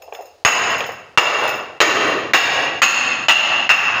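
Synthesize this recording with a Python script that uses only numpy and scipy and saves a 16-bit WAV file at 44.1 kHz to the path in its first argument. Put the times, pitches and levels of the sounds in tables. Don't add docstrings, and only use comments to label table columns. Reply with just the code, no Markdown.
import sys
import numpy as np
from scipy import signal
from scipy.fft import rfft, irfft
from scipy.io import wavfile
from scipy.ndimage import uniform_filter1d, minimum_filter1d

SR = 44100
rng = np.random.default_rng(int(sys.argv[2]) if len(sys.argv) > 2 else 0)


def bounce(signal):
    frames = np.transpose(np.atleast_2d(signal))
    limited = np.clip(frames, -1, 1)
    pcm = np.round(limited * 32767).astype(np.int16)
    wavfile.write(sys.argv[1], SR, pcm)


N = 176400

# pitch_hz, level_db
AIR_SPECTRUM = [(25, -11), (60, -9), (95, -11.5), (160, -35), (400, -18), (1500, -32), (5000, -30),
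                (9000, -44.5), (16000, -49)]
# pitch_hz, fade_s
ECHO_FADE = [(100, 1.3), (300, 0.93), (1000, 0.76), (2700, 0.72), (6500, 0.6), (15000, 0.32)]
# time_s, level_db
TOP_ROLL = [(0, -50), (.1, -46.5), (.2, -40), (.28, -47), (.36, -57.5), (.42, -56), (.5, -65)]
# pitch_hz, level_db
ROLL_SPECTRUM = [(100, -47.5), (300, -17.5), (450, 4), (720, 4.5), (1100, -9), (2000, -19), (6000, -62),
                 (16000, -71)]
# middle_s, length_s, grind_db, rattle_db, hollow_hz
STEP_ROLLS = [(0.72, 0.15, -28.5, -39, 900), (1.424, 0.19, -17.5, -29, 680),
              (2.043, 0.25, -18.5, -31.5, 330), (2.558, 0.19, -11.5, -31, 620)]
# pitch_hz, level_db
RATTLE_SPECTRUM = [(200, -14), (900, -0.5), (1800, -16), (2750, -3), (4000, 0), (6800, -14), (7800, -43),
                   (9400, -13.5), (11000, -48), (15300, -25), (16500, -36)]
# start_s, clack_db, thud_db
KNOCKS = [(0.0215, -46.5, -35), (0.078, -67, -5.5), (0.1238, -40.5, 1), (0.1495, -34, -9), (0.189, -66, 0),
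          (0.205, -58, -3.5), (0.745, -21, 6), (0.805, -19, 8), (0.84, -25, -1), (0.891, -34, 3)]
# start_s, level_db
CLINKS = [(0.019, -37.5), (0.132, -40), (0.137, -42), (0.1443, -35), (0.207, -44), (0.218, -44),
          (0.2532, -42), (0.265, -43.5), (0.701, -29), (0.779, -27.5), (0.86, -31.5), (0.917, -36.5),
          (1.41, -33), (1.475, -26), (1.489, -22.5), (1.553, -32)]
# pitch_hz, width_hz, level_db
GLASS_TONES = [(2622, 73, -2), (2715, 99, 1.5), (2763, 65, -6), (5200, 205, -16.5), (6540, 220, -12),
               (6806, 204, -11.5), (8230, 150, -32.5), (9140, 290, -39.5), (10100, 100, -42),
               (12400, 270, -44), (13200, 260, -39.5), (14100, 300, -43.5), (14570, 320, -34),
               (14800, 260, -28)]
# pitch_hz, level_db
BEAD_SPECTRUM = [(100, -26.5), (600, -3), (1500, 3), (3200, -1.5), (4500, -5), (6800, -24.5), (7800, -32),
                 (11000, -59), (15300, -26.5), (16500, -59)]
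# pitch_hz, level_db
BLOW_SPECTRUM = [(30, -40), (70, -22.5), (120, -18.5), (200, -14.5), (400, -5), (900, 1), (1700, 2.5),
                 (3000, -5.5), (4500, -18.5), (6800, -18), (8000, -40), (11000, -57.5), (16000, -39)]
# pitch_hz, level_db
BOOM_SPECTRUM = [(30, -31), (65, -12.5), (100, 0), (140, 2), (190, -15), (400, -34.5), (2000, -63)]
# start_s, level_db, hollow_db, hiss_db, low_ring_db, overtone_db,
# high_ring_db, sparkle_db, low_ring_hz, overtone_hz, direct_db, thump_db, hollow_hz
LANDINGS = [(0.4497, 0.5, 1.5, -5, -3, 4, 2.5, 1.5, 2743, 5070, 8.5, 1, 830),
            (1.1751, 1, 4.5, -4, -0.5, 1, -4, 1.5, 2730, 5150, 9.5, 1.5, 650),
            (1.8036, 4.5, 8.5, -0.5, -5, -5, -3.5, 0, 2714, 5060, 7.5, -15, 380),
            (2.335, 3, 0.5, 1, 1.5, 1.5, -1, 3.5, 2779, 5200, 3.5, -21, 420),
            (2.8186, 0.5, -5, 0, 4.5, 2.5, 4.5, 3.5, 2694, 5200, 5.5, -21, 400),
            (3.284, 2.5, -5, 0.5, 5, -3, -2, 1.5, 2765, 5270, 3.5, -26, 520),
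            (3.6923, 3, -8, -13, 2, -1.5, -10, -3, 2696, 5110, 1, -27, 400)]

GROUP_EDGES_HZ = [4000, 6000, 8800]
RATTLE_GROUPS_DB, CLINK_GROUPS_DB = (7.5, 7, 3, 20.5), (-5.5, 6.5, -0.5, 13.5)
LOW_RING_HZ, OVERTONE_HZ = 2720, 5200


def gain(db):
    return 10 ** (np.asarray(db) / 20)


def unit_energy(x):
    return x / np.sqrt(np.sum(x ** 2) + 1e-18)


def look_up(table, hz):
    pitches, values = np.array(table).T
    return np.interp(np.log(hz + 1), np.log(pitches), values)


def colour(x, spectrum, hollow_db=0, hollow_hz=1000, hollow_octaves=0.61, size=4096):
    hz = np.arange(size // 2 + 1) * SR / size
    boost_db = hollow_db * np.exp(-.5 * (np.log2((hz + 1) / hollow_hz) / hollow_octaves) ** 2)
    cepstrum = irfft(np.log(gain(look_up(spectrum, hz) + boost_db)))
    cepstrum[1:size // 2] *= 2
    cepstrum[size // 2 + 1:] = 0
    return signal.fftconvolve(x, irfft(np.exp(rfft(cepstrum))))[:len(x)]


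def pass_band(x, side, hz):
    return signal.sosfilt(signal.butter(2, hz, side, fs=SR, output="sos"), x)


def add(out, start_s, x):
    i = int(start_s * SR)
    out[i:i + len(x)] += x[:len(out) - i]


def burst(samples, fade_s):
    return rng.standard_normal(samples) * np.exp(-np.arange(samples) / SR / fade_s)


def steady_noise(spectrum, **hollow):
    return unit_energy(colour(rng.standard_normal(N), spectrum, **hollow)) * np.sqrt(N)


def air():
    return gain(-55.5) * steady_noise(AIR_SPECTRUM)


def crack(t):
    slap = pass_band(burst(len(t), fade_s=0.0016), "high", hz=770)
    return unit_energy((t == 0) + 2.2 * unit_energy(slap))


def stairwell(direct_db, bands=14, tail_rise_s=0.0054, wall_delay_s=0.0074, wall_fade_s=0.036):
    t = np.arange(SR * 3 // 2) / SR
    noise = rfft(rng.standard_normal(len(t)))
    hz = np.linspace(1, SR / 2, len(noise))
    centres_hz = np.geomspace(80, 16000, bands)
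    tail = np.zeros(len(t))
    for centre_hz, weights in zip(centres_hz, np.eye(bands)):
        band = irfft(noise * np.interp(np.log(hz), np.log(centres_hz), weights))
        tail += band * gain(-60 * t / look_up(ECHO_FADE, centre_hz))
    tail *= 1 - np.exp(-t / tail_rise_s)
    echoes = rng.standard_normal(len(t))
    spikes = np.sign(echoes) * np.abs(echoes) ** 2.4
    walls = spikes * (t > wall_delay_s) * np.exp(-t / wall_fade_s)
    return gain(6) * unit_energy(tail) + gain(9) * unit_energy(walls) + gain(direct_db) * crack(t)


def with_echo(x, direct_db):
    return signal.fftconvolve(x, unit_energy(stairwell(direct_db)))[:N]


def grind(hollow_hz, wobble_db=3.5, wobbles_per_s=28):
    wobble = np.interp(np.arange(N) / SR * wobbles_per_s, np.arange(SR), rng.standard_normal(SR))
    return steady_noise(ROLL_SPECTRUM, hollow_db=8, hollow_hz=hollow_hz) * gain(wobble_db * wobble)


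def top_roll():
    times_s, levels_db = np.array(TOP_ROLL).T
    return grind(hollow_hz=680) * gain(np.interp(np.arange(N) / SR, times_s, levels_db))


def glass_tone(x, hz, width_hz):
    peak = signal.iirpeak(hz, hz / width_hz, SR)
    return signal.lfilter(*peak, signal.lfilter(*peak, x))


def rattle(ticks_per_s=450, tick_s=0.001):
    hits = rng.random(N) < ticks_per_s / SR
    strengths = gain(7 * np.minimum(rng.exponential(size=N), 2))
    fades = signal.lfilter([1], [1, -np.exp(-1 / (tick_s * SR))], hits * strengths)
    ticks = fades * rng.standard_normal(N)
    ring = np.zeros(N)
    for hz, width_hz, level_db in GLASS_TONES:
        group = np.searchsorted(GROUP_EDGES_HZ, hz)
        ring += gain(level_db + RATTLE_GROUPS_DB[group]) * glass_tone(ticks, hz, width_hz)
    return unit_energy(colour(ticks, RATTLE_SPECTRUM) + gain(5) * ring) * np.sqrt(N)


def step_rolls():
    out, t = np.zeros(N), np.arange(N) / SR
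    beads = rattle()
    for middle_s, length_s, grind_db, rattle_db, hollow_hz in STEP_ROLLS:
        swell = np.exp(-(2 * (t - middle_s) / length_s) ** 2)
        out += swell * (gain(grind_db) * grind(hollow_hz) + gain(rattle_db) * beads)
    return with_echo(out, direct_db=22.5)


def blow(hollow_db, hollow_hz):
    return gain(37.5) * colour(signal.unit_impulse(SR // 4), BLOW_SPECTRUM, hollow_db, hollow_hz)


def knocks():
    out = np.zeros(N)
    for start_s, clack_db, thud_db in KNOCKS:
        scrape = unit_energy(burst(SR // 16, fade_s=0.004))
        clack = signal.fftconvolve(blow(hollow_db=2.5, hollow_hz=680), scrape)
        thud = unit_energy(colour(burst(SR // 4, fade_s=0.0085), ROLL_SPECTRUM))
        add(out, start_s, gain(clack_db) * clack)
        add(out, start_s, gain(thud_db) * thud)
    return with_echo(out, direct_db=22.5)


def shake(settle_db, rise_s=0.00095, fall_s=0.004, settle_s=0.052):
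    t = np.arange(SR // 4) / SR
    rise = 1 - np.exp(-t / rise_s)
    fall = np.exp(-t / fall_s) + gain(settle_db) * np.exp(-t / settle_s)
    return unit_energy(rng.standard_normal(len(t)) * rise * fall)


def shaken_beads(hiss_db, groups_db, settle_db, low_ring_hz=LOW_RING_HZ, overtone_hz=OVERTONE_HZ):
    out = gain(33.5 + hiss_db) * colour(shake(settle_db), BEAD_SPECTRUM)
    clicks = shake(settle_db)
    shifts = (low_ring_hz / LOW_RING_HZ, overtone_hz / OVERTONE_HZ, 1, 1)
    for hz, width_hz, level_db in GLASS_TONES:
        group = np.searchsorted(GROUP_EDGES_HZ, hz)
        ring = unit_energy(glass_tone(clicks, hz * shifts[group], width_hz)) * np.sqrt(width_hz / SR)
        out += gain(50.5 + level_db + groups_db[group]) * ring
    return out


def clinks():
    out = np.zeros(N)
    for start_s, level_db in CLINKS:
        clink = shaken_beads(hiss_db=-13, groups_db=CLINK_GROUPS_DB, settle_db=-35)
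        add(out, start_s, gain(level_db) * clink)
    return with_echo(out, direct_db=14)


def step_thump(thump_db, boom_s=1.2):
    t = np.arange(SR) / SR
    thump = pass_band(burst(SR, fade_s=0.003), "low", hz=121)
    boom = colour(rng.standard_normal(SR) * gain(-60 * t / boom_s), BOOM_SPECTRUM)
    return gain(23 + thump_db) * unit_energy(thump) + gain(6) * unit_energy(boom)


def landings(settle_db=-19.5):
    out = np.zeros(N)
    for (start_s, level_db, hollow_db, hiss_db, *groups_db,
         low_ring_hz, overtone_hz, direct_db, thump_db, hollow_hz) in LANDINGS:
        beads = shaken_beads(hiss_db, groups_db, settle_db, low_ring_hz, overtone_hz)
        hit = blow(hollow_db, hollow_hz) + beads
        add(out, start_s, gain(level_db) * step_thump(thump_db))
        add(out, start_s, gain(level_db) * signal.fftconvolve(hit, stairwell(direct_db)))
    return out


def scene():
    return (landings() + knocks() + clinks() + top_roll() + step_rolls() + air())[None]


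def limiter(x, ceiling_db=1.5, recovery_db_per_s=75, look_ahead_s=0.024):
    recovery_db = recovery_db_per_s * np.arange(N) / SR
    excess_db = np.maximum(20 * np.log10(np.abs(x) + 1e-9) - ceiling_db, 0)
    volume = gain(recovery_db - np.maximum.accumulate(excess_db + recovery_db))
    half = int(look_ahead_s * SR / 2)
    lowest_ahead = minimum_filter1d(volume, 2 * half + 1, origin=-half)
    return x * uniform_filter1d(lowest_ahead, 2 * half + 1, origin=half)


def leveller(x, threshold_db=-21.5, window_s=0.049, lag_s=0.037, strength=0.38):
    t = np.arange(N) / SR
    loudness = np.sqrt(np.abs(uniform_filter1d(x ** 2, int(window_s * SR))) + 1e-12)
    late_loudness = np.interp(t - lag_s, t, loudness)
    return x * np.minimum(gain(threshold_db) / late_loudness, 1) ** strength


def record(dry, overload_db=24, top_hz=15750):
    x = gain(overload_db) * np.tanh(dry[0] / gain(overload_db))
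    x = pass_band(x, "high", hz=99)
    x = np.clip(leveller(limiter(x)), -1, 1)
    return signal.sosfilt(signal.ellip(8, .2, 80, top_hz, fs=SR, output="sos"), x)[None]


dry = scene()
out = record(dry)
bounce(out)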